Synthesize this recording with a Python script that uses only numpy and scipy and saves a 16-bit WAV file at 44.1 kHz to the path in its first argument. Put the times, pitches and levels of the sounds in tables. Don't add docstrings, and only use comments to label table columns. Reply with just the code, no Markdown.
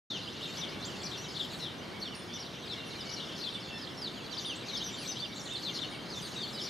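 import sys
import numpy as np
from scipy import signal
from scipy.fft import rfft, irfft
from scipy.io import wavfile
from scipy.ndimage import uniform_filter1d

SR = 44100
rng = np.random.default_rng(int(sys.argv[2]) if len(sys.argv) > 2 else 0)


def dump(signal):
    limited = np.clip(np.atleast_2d(signal).T, -1, 1)
    pcm = np.round(limited * 32767).astype(np.int16)
    wavfile.write(sys.argv[1], SR, pcm)


N = 295029
CUTOFF_HZ = 15600


def from_db(db):
    return 10 ** (np.asarray(db) / 20)


def at_hz(points, hz):
    return np.interp(np.log(hz), np.log(np.array(points)[:, 0]), np.array(points)[:, 1])


def gain_curve(levels):
    return from_db(np.interp(np.arange(N) / SR, *np.transpose(levels)))


def drift(per_s, size):
    steps = np.arange(size) * per_s / SR
    count = int(steps[-1]) + 2
    return np.interp(steps, np.arange(count), rng.standard_normal(count))


def add(track, time, sound, pan_db):
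    at = int(np.clip(time * SR, 0, N - 1))
    track[:, at:at + len(sound)] += from_db([[pan_db / 2], [-pan_db / 2]]) * sound[:N - at]


def stereo(mid, side, correlation):
    difference = np.sqrt((1 - correlation) / 2) * side
    return np.sqrt((1 + correlation) / 2) * mid + np.array([difference, -difference])


# (frequency [Hz], relative level [dB])
TRAFFIC_SPECTRUM = [(20, -26), (45, -11.5), (70, -10), (120, -1.5), (190, 0.5), (250, -2), (350, -2),
                    (430, -5.5), (800, -10), (2000, -14), (4000, -18), (7500, -34), (11000, -37),
                    (13000, -35.5), (14700, -46), (15500, -47)]
# (frequency [Hz], correlation [-1 to 1])
TRAFFIC_CORRELATION = [(25, -0.5), (45, -0.61), (75, 0.9), (150, 0.85), (350, 0.79), (700, 0.48),
                       (1100, 0.6), (1900, 0.59), (3300, 0.46), (5500, 1), (9000, 1), (11000, 0.28),
                       (13000, -0.11)]
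# (frequency [Hz], left minus right [dB])
TRAFFIC_PAN = [(25, 0), (60, 3.5), (110, 0.5), (250, .5), (700, 0), (1300, -2), (2400, -0.5), (8000, -2),
               (15000, 2)]


def traffic(level_db=-43.5, swell_db=0.76):
    hz = np.maximum(np.arange(N // 2 + 1) * SR / N, 1)
    mid, side = rfft(rng.standard_normal((2, N)))
    colour = from_db(at_hz(TRAFFIC_SPECTRUM, hz) + at_hz(TRAFFIC_PAN, hz) * np.array([[.5], [-.5]]))
    roar = irfft(stereo(mid, side, at_hz(TRAFFIC_CORRELATION, hz)) * colour, N)
    roar /= np.sqrt(np.mean(roar ** 2))
    return roar * from_db(level_db - swell_db * drift(3.06, N))


def trees(sound, decay_s, gap_s, dull_hz, correlation=0.98, reflections=260):
    paths = np.zeros((2, SR))
    for path in paths:
        delays = ((gap_s + .7 * rng.random(reflections) ** 1.5) * SR).astype(int)
        path[delays] = rng.standard_normal(reflections) * from_db(-60 * delays / SR / decay_s)
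        path /= np.sqrt(np.sum(path ** 2))
    dulled = signal.sosfilt(signal.butter(2, dull_hz, fs=SR, output="sos"), sound)
    return signal.fftconvolve(dulled, stereo(*paths, correlation), axes=1)[:, :N]


def progress(length):
    return np.linspace(0, 1, int(length * SR))


def glide(length, start, middle, end):
    return np.polyval(np.polyfit([0, .5, 1], [start, middle, end], 2), progress(length))


# (note pitch [Hz], relative octave level [dB])
OCTAVE_LEVELS = [(3500, -33), (4700, -27), (5400, -16), (6200, -25), (7500, -28)]


def whistle(hz, shake=0.012, shake_per_s=700, flutter_db=2.0, attack=0.099, release=0.14, octave_db=0.0):
    size = len(hz)
    along = np.linspace(0, 1, size)
    unsteady_hz = hz * (1 + shake * drift(shake_per_s, size) + 0.0058 * drift(70, size))
    phase = 2 * np.pi * np.cumsum(unsteady_hz) / SR
    swell = np.sin(np.pi / 2 * np.clip(np.minimum(along / attack, (1 - along) / release), 0, 1))
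    flutter = from_db(flutter_db * drift(300, size))
    octave = from_db(at_hz(OCTAVE_LEVELS, hz) + octave_db) * (2 * hz < CUTOFF_HZ) * np.sin(2 * phase)
    third_harmonic = from_db(-32) * (hz > 4400) * (3 * hz < CUTOFF_HZ) * np.sin(3 * phase)
    return np.sqrt(2) * swell * flutter * (np.sin(phase) + octave + third_harmonic)


def chorus(colour, count, low_hz, high_hz, longest_s, fall, direct_db, spread_db):
    calls = np.zeros((2, N))
    choices, quirks = rng.random((count, 3)), rng.standard_normal((count, 4))
    for (when, span, pitch), (slope, arch, strength, side) in zip(choices, quirks):
        centre_hz = low_hz * (high_hz / low_hz) ** pitch
        tilt = fall + 0.1107 * slope
        hz = glide(longest_s * (.2 + .8 * span), *centre_hz * np.exp([tilt, .08 * arch, -tilt]))
        hz = np.clip(hz, 1500, .4 * SR)
        gain = from_db(spread_db * strength + at_hz(colour, hz))
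        add(calls, when * N / SR, gain * whistle(hz, shake=.014, octave_db=-1.0), pan_db=0.8 - side)
    heard = from_db(direct_db) * calls + trees(calls, decay_s=0.62, gap_s=.004, dull_hz=13900)
    running_power = uniform_filter1d(np.mean(heard ** 2, axis=0), int(.12 * SR))
    return heard / np.sqrt(running_power + 1e-6)


# (time [s], level [dB])
FLOCK_LEVELS = [(.1, -42.5), (.32, -50), (.5, -44.5), (.87, -50.5), (1.15, -47), (1.56, -49), (1.8, -53),
                (2.1, -54), (2.4, -50), (2.93, -48), (3.31, -45.5), (3.72, -49.5), (3.95, -54.5),
                (4.23, -51), (4.75, -46), (5.1, -46.5), (5.48, -52), (5.72, -44.5), (5.98, -50.5),
                (6.45, -47.5), (6.58, -51.5), (6.69, -42)]
TWITTER_LEVELS = [(.1, -66.5), (.55, -58), (.77, -70), (.87, -59.5), (1.6, -58), (1.78, -77), (2.03, -67),
                  (2.7, -64.5), (3.0, -62.5), (3.9, -64.5), (4.45, -61.5), (4.6, -66), (4.75, -63),
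                  (5.27, -60.5), (5.45, -60), (5.77, -55.5), (5.98, -71), (6.2, -55), (6.45, -60),
                  (6.65, -56.5)]
# (pitch [Hz], relative level [dB])
FLOCK_PITCHES = [(1900, -30), (2250, -1.5), (2700, -1.5), (3000, 1), (3600, 2.5), (4500, -0.5), (5600, -6),
                 (6500, -10), (7500, -7)]
TWITTER_PITCHES = [(5000, 12), (6500, 8), (8000, -2.5), (11000, -5), (13000, -6), (15000, -10)]


def far_flock():
    chirps = chorus(FLOCK_PITCHES, count=640, low_hz=2500, high_hz=6043, longest_s=.06,
                    fall=0.0489, direct_db=-2.0, spread_db=2.0)
    twitter = chorus(TWITTER_PITCHES, count=700, low_hz=5964, high_hz=13330, longest_s=.025,
                     fall=0.029, direct_db=-5.0, spread_db=-0.5)
    return gain_curve(FLOCK_LEVELS) * chirps + gain_curve(TWITTER_LEVELS) * twitter


# (time [s], length [s], start [Hz], end [Hz], level before the wood [dB])
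FAR_CALLS = [(.543, 0.067, 2360, 2170, -53), (.65, 0.067, 2250, 2170, -53.5), (.735, .07, 2360, 2110, -55),
             (1.22, .08, 2300, 2210, -58), (1.83, 0.047, 2300, 2150, -59), (1.915, 0.089, 2170, 2280, -55),
             (2.36, .05, 2270, 2180, -58), (2.72, 0.089, 2320, 2020, -54), (2.76, .12, 2860, 2700, -52),
             (2.88, 0.064, 2130, 2230, -58), (3.05, 0.096, 2230, 2320, -51.5), (3.68, .1, 2730, 2670, -51),
             (3.72, 0.13, 1800, 1750, -56.5), (4.7, .06, 2300, 2120, -53.5), (5.03, 0.053, 2380, 2270, -56),
             (5.27, 0.06, 2350, 2200, -56), (5.45, .07, 1925, 1860, -60), (5.68, 0.062, 2500, 2035, -53),
             (5.91, 0.057, 2190, 2320, -53)]


def far_whistles(direct_db=-2.0, echo_db=-3.0):
    calls = np.zeros((2, N))
    for time, length, start_hz, end_hz, level_db in FAR_CALLS:
        hz = glide(length, start_hz, (start_hz + end_hz) / 2, end_hz)
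        add(calls, time, from_db(level_db) * whistle(hz, attack=0.14, release=0.21), pan_db=0)
    echo = trees(calls, decay_s=.6, gap_s=.006, dull_hz=6000, correlation=0.89)
    return from_db(direct_db) * calls + from_db(echo_db) * echo


# (time [s], length [s], nominal pitch [Hz], level [dB])
RASP_CALLS = [(0.55, 0.068, 6040, -58), (1.026, 0.047, 5770, -59), (1.583, .069, 5760, -54.5),
              (1.998, 0.025, 5700, -53.5), (3.364, 0.058, 5700, -55), (4.388, .065, 5950, -50.5),
              (4.653, 0.13, 6050, -55), (4.976, 0.061, 10300, -58), (5.023, .069, 8300, -58.5),
              (5.025, .05, 12400, -64), (5.085, .035, 12000, -67), (5.03, 0.14, 6270, -62),
              (5.35, .06, 7220, -55.5), (5.407, 0.12, 7060, -58), (5.733, 0.048, 5550, -49.5),
              (6.15, 0.075, 6400, -53.5), (6.214, 0.053, 8850, -69), (6.28, 0.11, 6280, -60),
              (6.612, 0.07, 5350, -56)]


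def squabbles(fall=0.051, echo_db=-1.5):
    calls = np.zeros((2, N))
    for time, length, pitch_hz, level_db in RASP_CALLS:
        hz = pitch_hz * glide(length, 1 + fall, 0.96, 1 - fall)
        rasp = whistle(hz, shake=0.086, shake_per_s=850, flutter_db=0.0, attack=0.19, octave_db=3.5)
        add(calls, time, from_db(level_db) * rasp, pan_db=0.5)
    return calls + from_db(echo_db) * trees(calls, decay_s=0.16, gap_s=0.0016, dull_hz=13000)


def call(time, hz, level_db, pan_db, echo_db, echo_follows=0.77, octave_db=0.0):
    tone = whistle(hz, octave_db=octave_db)
    typical_db = -49
    wood_db = typical_db + echo_db + echo_follows * (level_db - typical_db)
    return time, pan_db, from_db(level_db) * tone, from_db(wood_db) * tone


# (time [s], length [s], nominal pitch [Hz], level [dB])
PEEP_CALLS = [(1.017, .02, 7750, -56), (1.204, 0.051, 5980, -52.5), (1.282, 0.033, 5220, -50.5),
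              (1.781, 0.025, 6140, -59), (2.535, .035, 5900, -58.5), (2.859, 0.033, 9850, -64),
              (3.005, 0.026, 3650, -50), (3.53, .04, 9100, -68), (3.727, 0.067, 5370, -54.5),
              (3.74, 0.05, 3550, -51), (3.888, 0.021, 3450, -47), (3.895, .035, 5350, -58),
              (3.969, 0.046, 5480, -50.5), (4.219, 0.037, 3410, -48.5), (4.456, 0.042, 4830, -50),
              (4.495, .02, 6180, -52), (4.927, 0.029, 3690, -45), (5.245, 0.023, 5020, -48),
              (5.425, 0.037, 9700, -61), (5.812, 0.029, 5900, -59), (5.898, 0.073, 9430, -63),
              (6.272, 0.021, 3050, -54), (6.557, 0.032, 3080, -48)]


def peeps():
    for time, length, pitch_hz, level_db in PEEP_CALLS:
        hz = pitch_hz * glide(length, 0.9685, 0.99, 0.937)
        yield call(time, hz, level_db, pan_db=0, echo_db=-5.5, echo_follows=0.94)


# (time [s], length [s], start [Hz], middle [Hz], end [Hz], level [dB], left minus right [dB])
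ARC_CALLS = [(.847, 0.023, 5530, 7000, 7640, -48, -0.5), (1.176, 0.029, 5260, 5840, 5630, -47, 0),
             (2.016, 0.026, 3990, 4450, 3700, -42, 1), (2.3, 0.08, 3220, 3540, 3250, -49, 2),
             (2.852, .048, 4500, 4950, 4700, -62, -2), (2.938, 0.035, 4100, 4200, 3750, -55, 0),
             (3.285, 0.016, 5450, 5870, 5700, -56, 0), (4.454, 0.041, 9000, 9620, 8900, -57, -2),
             (4.548, 0.026, 6400, 7640, 8400, -54, 1), (4.73, 0.036, 5160, 6300, 5960, -48.5, -2),
             (4.796, .045, 4960, 6550, 6200, -57, -2), (4.837, 0.059, 6250, 5790, 5950, -42, 1),
             (4.913, 0.041, 7000, 7500, 6700, -57, -1), (5.189, 0.029, 3820, 4580, 4400, -43, 6),
             (5.22, .045, 3386, 3474, 2560, -42.5, -6), (5.507, 0.066, 3440, 3656, 3140, -43, -6),
             (6.168, 0.046, 3480, 3414, 2620, -46.5, -1), (6.222, 0.044, 4860, 4670, 4000, -47, 1),
             (6.238, .038, 9200, 9050, 7950, -61, 0), (6.343, .03, 7100, 8250, 7600, -61, 0),
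             (6.352, .098, 3800, 3710, 2960, -44.5, 2.5), (6.416, 0.04, 4980, 4430, 4330, -40.5, 2)]


def arcs():
    for time, length, start_hz, middle_hz, end_hz, level_db, pan_db in ARC_CALLS:
        yield call(time, glide(length, start_hz, middle_hz, end_hz), level_db, pan_db, echo_db=-3.5)


# (time [s], length [s], nominal pitch [Hz], level [dB], left minus right [dB])
FLICK_CALLS = [(0.16, 0.012, 3530, -51, 8), (0.212, 0.022, 4100, -48, -6), (0.272, 0.026, 3240, -44.5, -6),
               (0.406, 0.03, 3360, -44.5, 0), (0.681, 0.02, 4800, -48.5, 6), (0.827, 0.03, 4490, -46, 1),
               (1.114, 0.02, 3760, -44.5, 8), (1.366, 0.016, 3920, -40, 7), (2.143, 0.014, 5150, -49.5, 0),
               (2.672, .012, 3660, -47, 3), (3.092, 0.017, 5400, -46, 5), (3.197, 0.016, 3420, -41.5, 7),
               (3.412, .014, 4300, -43, 5), (3.436, 0.018, 4010, -40.5, 6),
               (3.872, 0.0095, 3530, -43.5, -6), (4.447, 0.013, 3590, -40, 5),
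               (4.806, 0.033, 3480, -40.5, 2), (5.055, 0.015, 3920, -44, 4), (5.156, 0.036, 3380, -46, 2),
               (5.36, 0.03, 4310, -48.5, 1), (5.487, 0.022, 3220, -45, 0), (5.523, 0.018, 8130, -55, 1),
               (5.618, 0.012, 5900, -52, 5), (5.761, 0.02, 4700, -41, 3), (5.788, 0.014, 3940, -43, 8),
               (6.215, 0.017, 9150, -54, 1), (6.311, 0.029, 4350, -50, 1), (6.377, 0.017, 4300, -46, 2),
               (6.611, 0.035, 5300, -45, 4)]


def flicks():
    for time, length, pitch_hz, level_db, pan_db in FLICK_CALLS:
        hz = pitch_hz * glide(length, 0.8224, 0.98, 1.12)
        yield call(time, hz, level_db, pan_db, echo_db=-4.5)


# (time [s], rise [s], fall [s], top [Hz],
# bend [1 pointed to 3 flat-topped], level [dB], left minus right [dB])
CHIP_CALLS = [(0.568, 0.022, 0.033, 6080, 2.6, -46.5, 6), (0.347, 0.024, 0.018, 4620, 1.1, -52, 1),
              (1.03, 0.013, 0.034, 5870, 2.05, -43.5, 4.5), (1.341, 0.015, 0.012, 4840, 1.03, -44, 5),
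              (2.33, 0.016, 0.032, 5970, 2.7, -49, -1.5), (2.387, 0.016, 0.034, 5730, 1.6, -47, 0.5),
              (2.708, .022, 0.015, 5500, 2.2, -49, 0), (3.111, 0.016, 0.032, 5820, 2.8, -45.5, 6),
              (4.294, 0.017, 0.031, 4640, 1.9, -54, -12), (4.367, 0.017, 0.018, 4980, 1.2, -40, 5),
              (4.758, 0.017, 0.015, 5490, 1.36, -39, 1), (5.072, 0.012, 0.046, 6160, 3.1, -41.5, 4),
              (6.467, 0.021, 0.022, 4580, 1.2, -48.5, 5), (6.642, 0.011, 0.026, 5720, 2.6, -46, 7)]


def chips(rise_share=.41, fall_share=.36):
    for time, rise, fall, top_hz, bend, level_db, pan_db in CHIP_CALLS:
        rising = 1 - rise_share * progress(rise)[::-1] ** bend
        falling = 1 - fall_share * progress(fall) ** bend
        yield call(time, top_hz * np.r_[rising, falling], level_db, pan_db, echo_db=-2.5, octave_db=-2.5)


# (time [s], length [s], start [Hz], end [Hz], level [dB], left minus right [dB])
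SLUR_CALLS = [(.101, 0.038, 4460, 3790, -51, 9), (.102, 0.084, 3820, 2527, -42, 3.5),
              (0.143, 0.033, 6000, 4300, -61, 3), (0.235, 0.011, 4470, 3170, -46.5, -8),
              (0.427, 0.052, 4380, 3520, -50, 0), (0.441, 0.025, 3750, 2770, -49, -1),
              (0.823, 0.023, 4400, 3310, -49, -8), (0.862, 0.05, 3420, 2740, -48, -6),
              (0.935, 0.026, 2910, 2550, -50, 0), (1.529, 0.025, 4600, 3670, -46.5, -1),
              (2.049, 0.042, 3750, 2760, -44, -1), (2.12, 0.045, 3010, 2480, -52, -9),
              (2.148, 0.065, 9400, 8860, -60, 0), (2.654, .037, 5200, 4070, -53.5, 4),
              (2.903, 0.037, 4140, 3450, -50.5, -4), (2.975, 0.035, 5900, 5200, -56, 0),
              (3.003, .02, 5320, 4400, -46, 2), (3.36, .02, 4630, 3670, -52, -1),
              (3.518, 0.065, 3706, 3250, -48, -8), (3.602, 0.046, 5600, 3850, -52, 0),
              (3.686, 0.038, 3630, 2524, -48.5, -2), (3.779, 0.022, 5600, 4500, -51, 2),
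              (3.812, 0.044, 5320, 3850, -48.5, -6), (4.014, 0.076, 5200, 3210, -41, 0),
              (4.153, 0.07, 3480, 2390, -50, 1), (4.32, 0.047, 5790, 4820, -49.5, 1),
              (4.323, 0.024, 4300, 3110, -44.5, -6), (4.451, 0.09, 3890, 2497, -40, -1.5),
              (4.728, 0.047, 3900, 3160, -41.5, 7), (4.966, 0.09, 3300, 2250, -50.5, 1),
              (5.015, 0.024, 5060, 3830, -48, 1), (5.395, 0.026, 6070, 5100, -47, 0),
              (5.453, 0.029, 4450, 3240, -45, 1), (5.555, 0.021, 4430, 3820, -39, 1.5),
              (5.92, 0.039, 3300, 2570, -48.5, 2), (6.1, 0.055, 5130, 3450, -47, 1),
              (6.13, 0.036, 6370, 5220, -54, 0), (6.526, 0.07, 5360, 3970, -48, -2),
              (6.575, 0.045, 4080, 2960, -42.5, 2.5), (6.601, 0.048, 5580, 4720, -47, 1)]


def slurs(arch=0.0199):
    for time, length, start_hz, end_hz, level_db, pan_db in SLUR_CALLS:
        hz = glide(length, start_hz, (1 + arch) * (start_hz + end_hz) / 2, end_hz)
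        yield call(time, hz, level_db, pan_db, echo_db=-3.5)


# (time [s], length [s], middle pitch [Hz], level [dB])
BUZZ_CALLS = [(0.425, 0.04, 3680, -46.5), (0.612, 0.04, 3500, -40), (1.133, 0.03, 3450, -45.5),
              (1.394, 0.0286, 3570, -36), (1.422, 0.035, 3250, -43.5), (1.595, 0.04, 3950, -47),
              (1.618, 0.076, 3560, -43), (2.694, 0.051, 3700, -42.5), (3.165, 0.035, 4100, -47),
              (3.217, 0.037, 3560, -46), (3.378, 0.048, 4860, -51), (3.421, 0.039, 4250, -43.5),
              (3.461, 0.035, 3424, -40), (3.52, 0.041, 3920, -55), (3.543, 0.0355, 2940, -51),
              (4.682, 0.034, 4130, -42), (5.632, 0.03, 4250, -43), (5.661, 0.044, 3550, -39.5),
              (5.742, 0.042, 4200, -44.5), (5.813, 0.029, 3585, -39.5), (5.83, .032, 2986, -43)]


def buzzes(fall_per_s=4.47, trill_per_s=105, depth_hz=167):
    for time, length, middle_hz, level_db in BUZZ_CALLS:
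        hz = middle_hz * np.exp(-fall_per_s * length * (progress(length) - .5))
        turns = np.cumsum(trill_per_s * (1 + 0.31 * drift(64.6, len(hz)))) / SR
        trill = np.sin(2 * np.pi * (turns + rng.random()))
        yield call(time, hz + depth_hz * trill, level_db, pan_db=5.5, echo_db=-3.8)


def near_birds(twigs_db=-7.0, echo_pan_share=0.49):
    direct, scattered = np.zeros((2, 2, N))
    for time, pan_db, to_mic, to_wood in [*slurs(), *chips(), *flicks(), *buzzes(), *arcs(), *peeps()]:
        add(direct, time, to_mic, pan_db)
        add(scattered, time, to_wood, echo_pan_share * pan_db)
    twigs = from_db(twigs_db) * trees(direct, decay_s=0.083, gap_s=.002, dull_hz=12700)
    wood = trees(scattered, decay_s=.7, gap_s=.01, dull_hz=9500)
    return direct + twigs + wood


def scene():
    return traffic() + near_birds() + squabbles() + far_whistles() + far_flock()


def record(dry, start_s=.1, fade_s=.006, notch_hz=2540, notch_share=0.54):
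    opened = dry * np.clip((np.arange(N) / SR - start_s) / fade_s, 0, 1)
    full_notch = signal.lfilter(*signal.iirnotch(notch_hz, Q=16, fs=SR), opened)
    notched = opened + notch_share * (full_notch - opened)
    return signal.sosfilt(signal.ellip(10, .1, 80, CUTOFF_HZ, fs=SR, output="sos"), notched)


dry = scene()
out = record(dry)
dump(out)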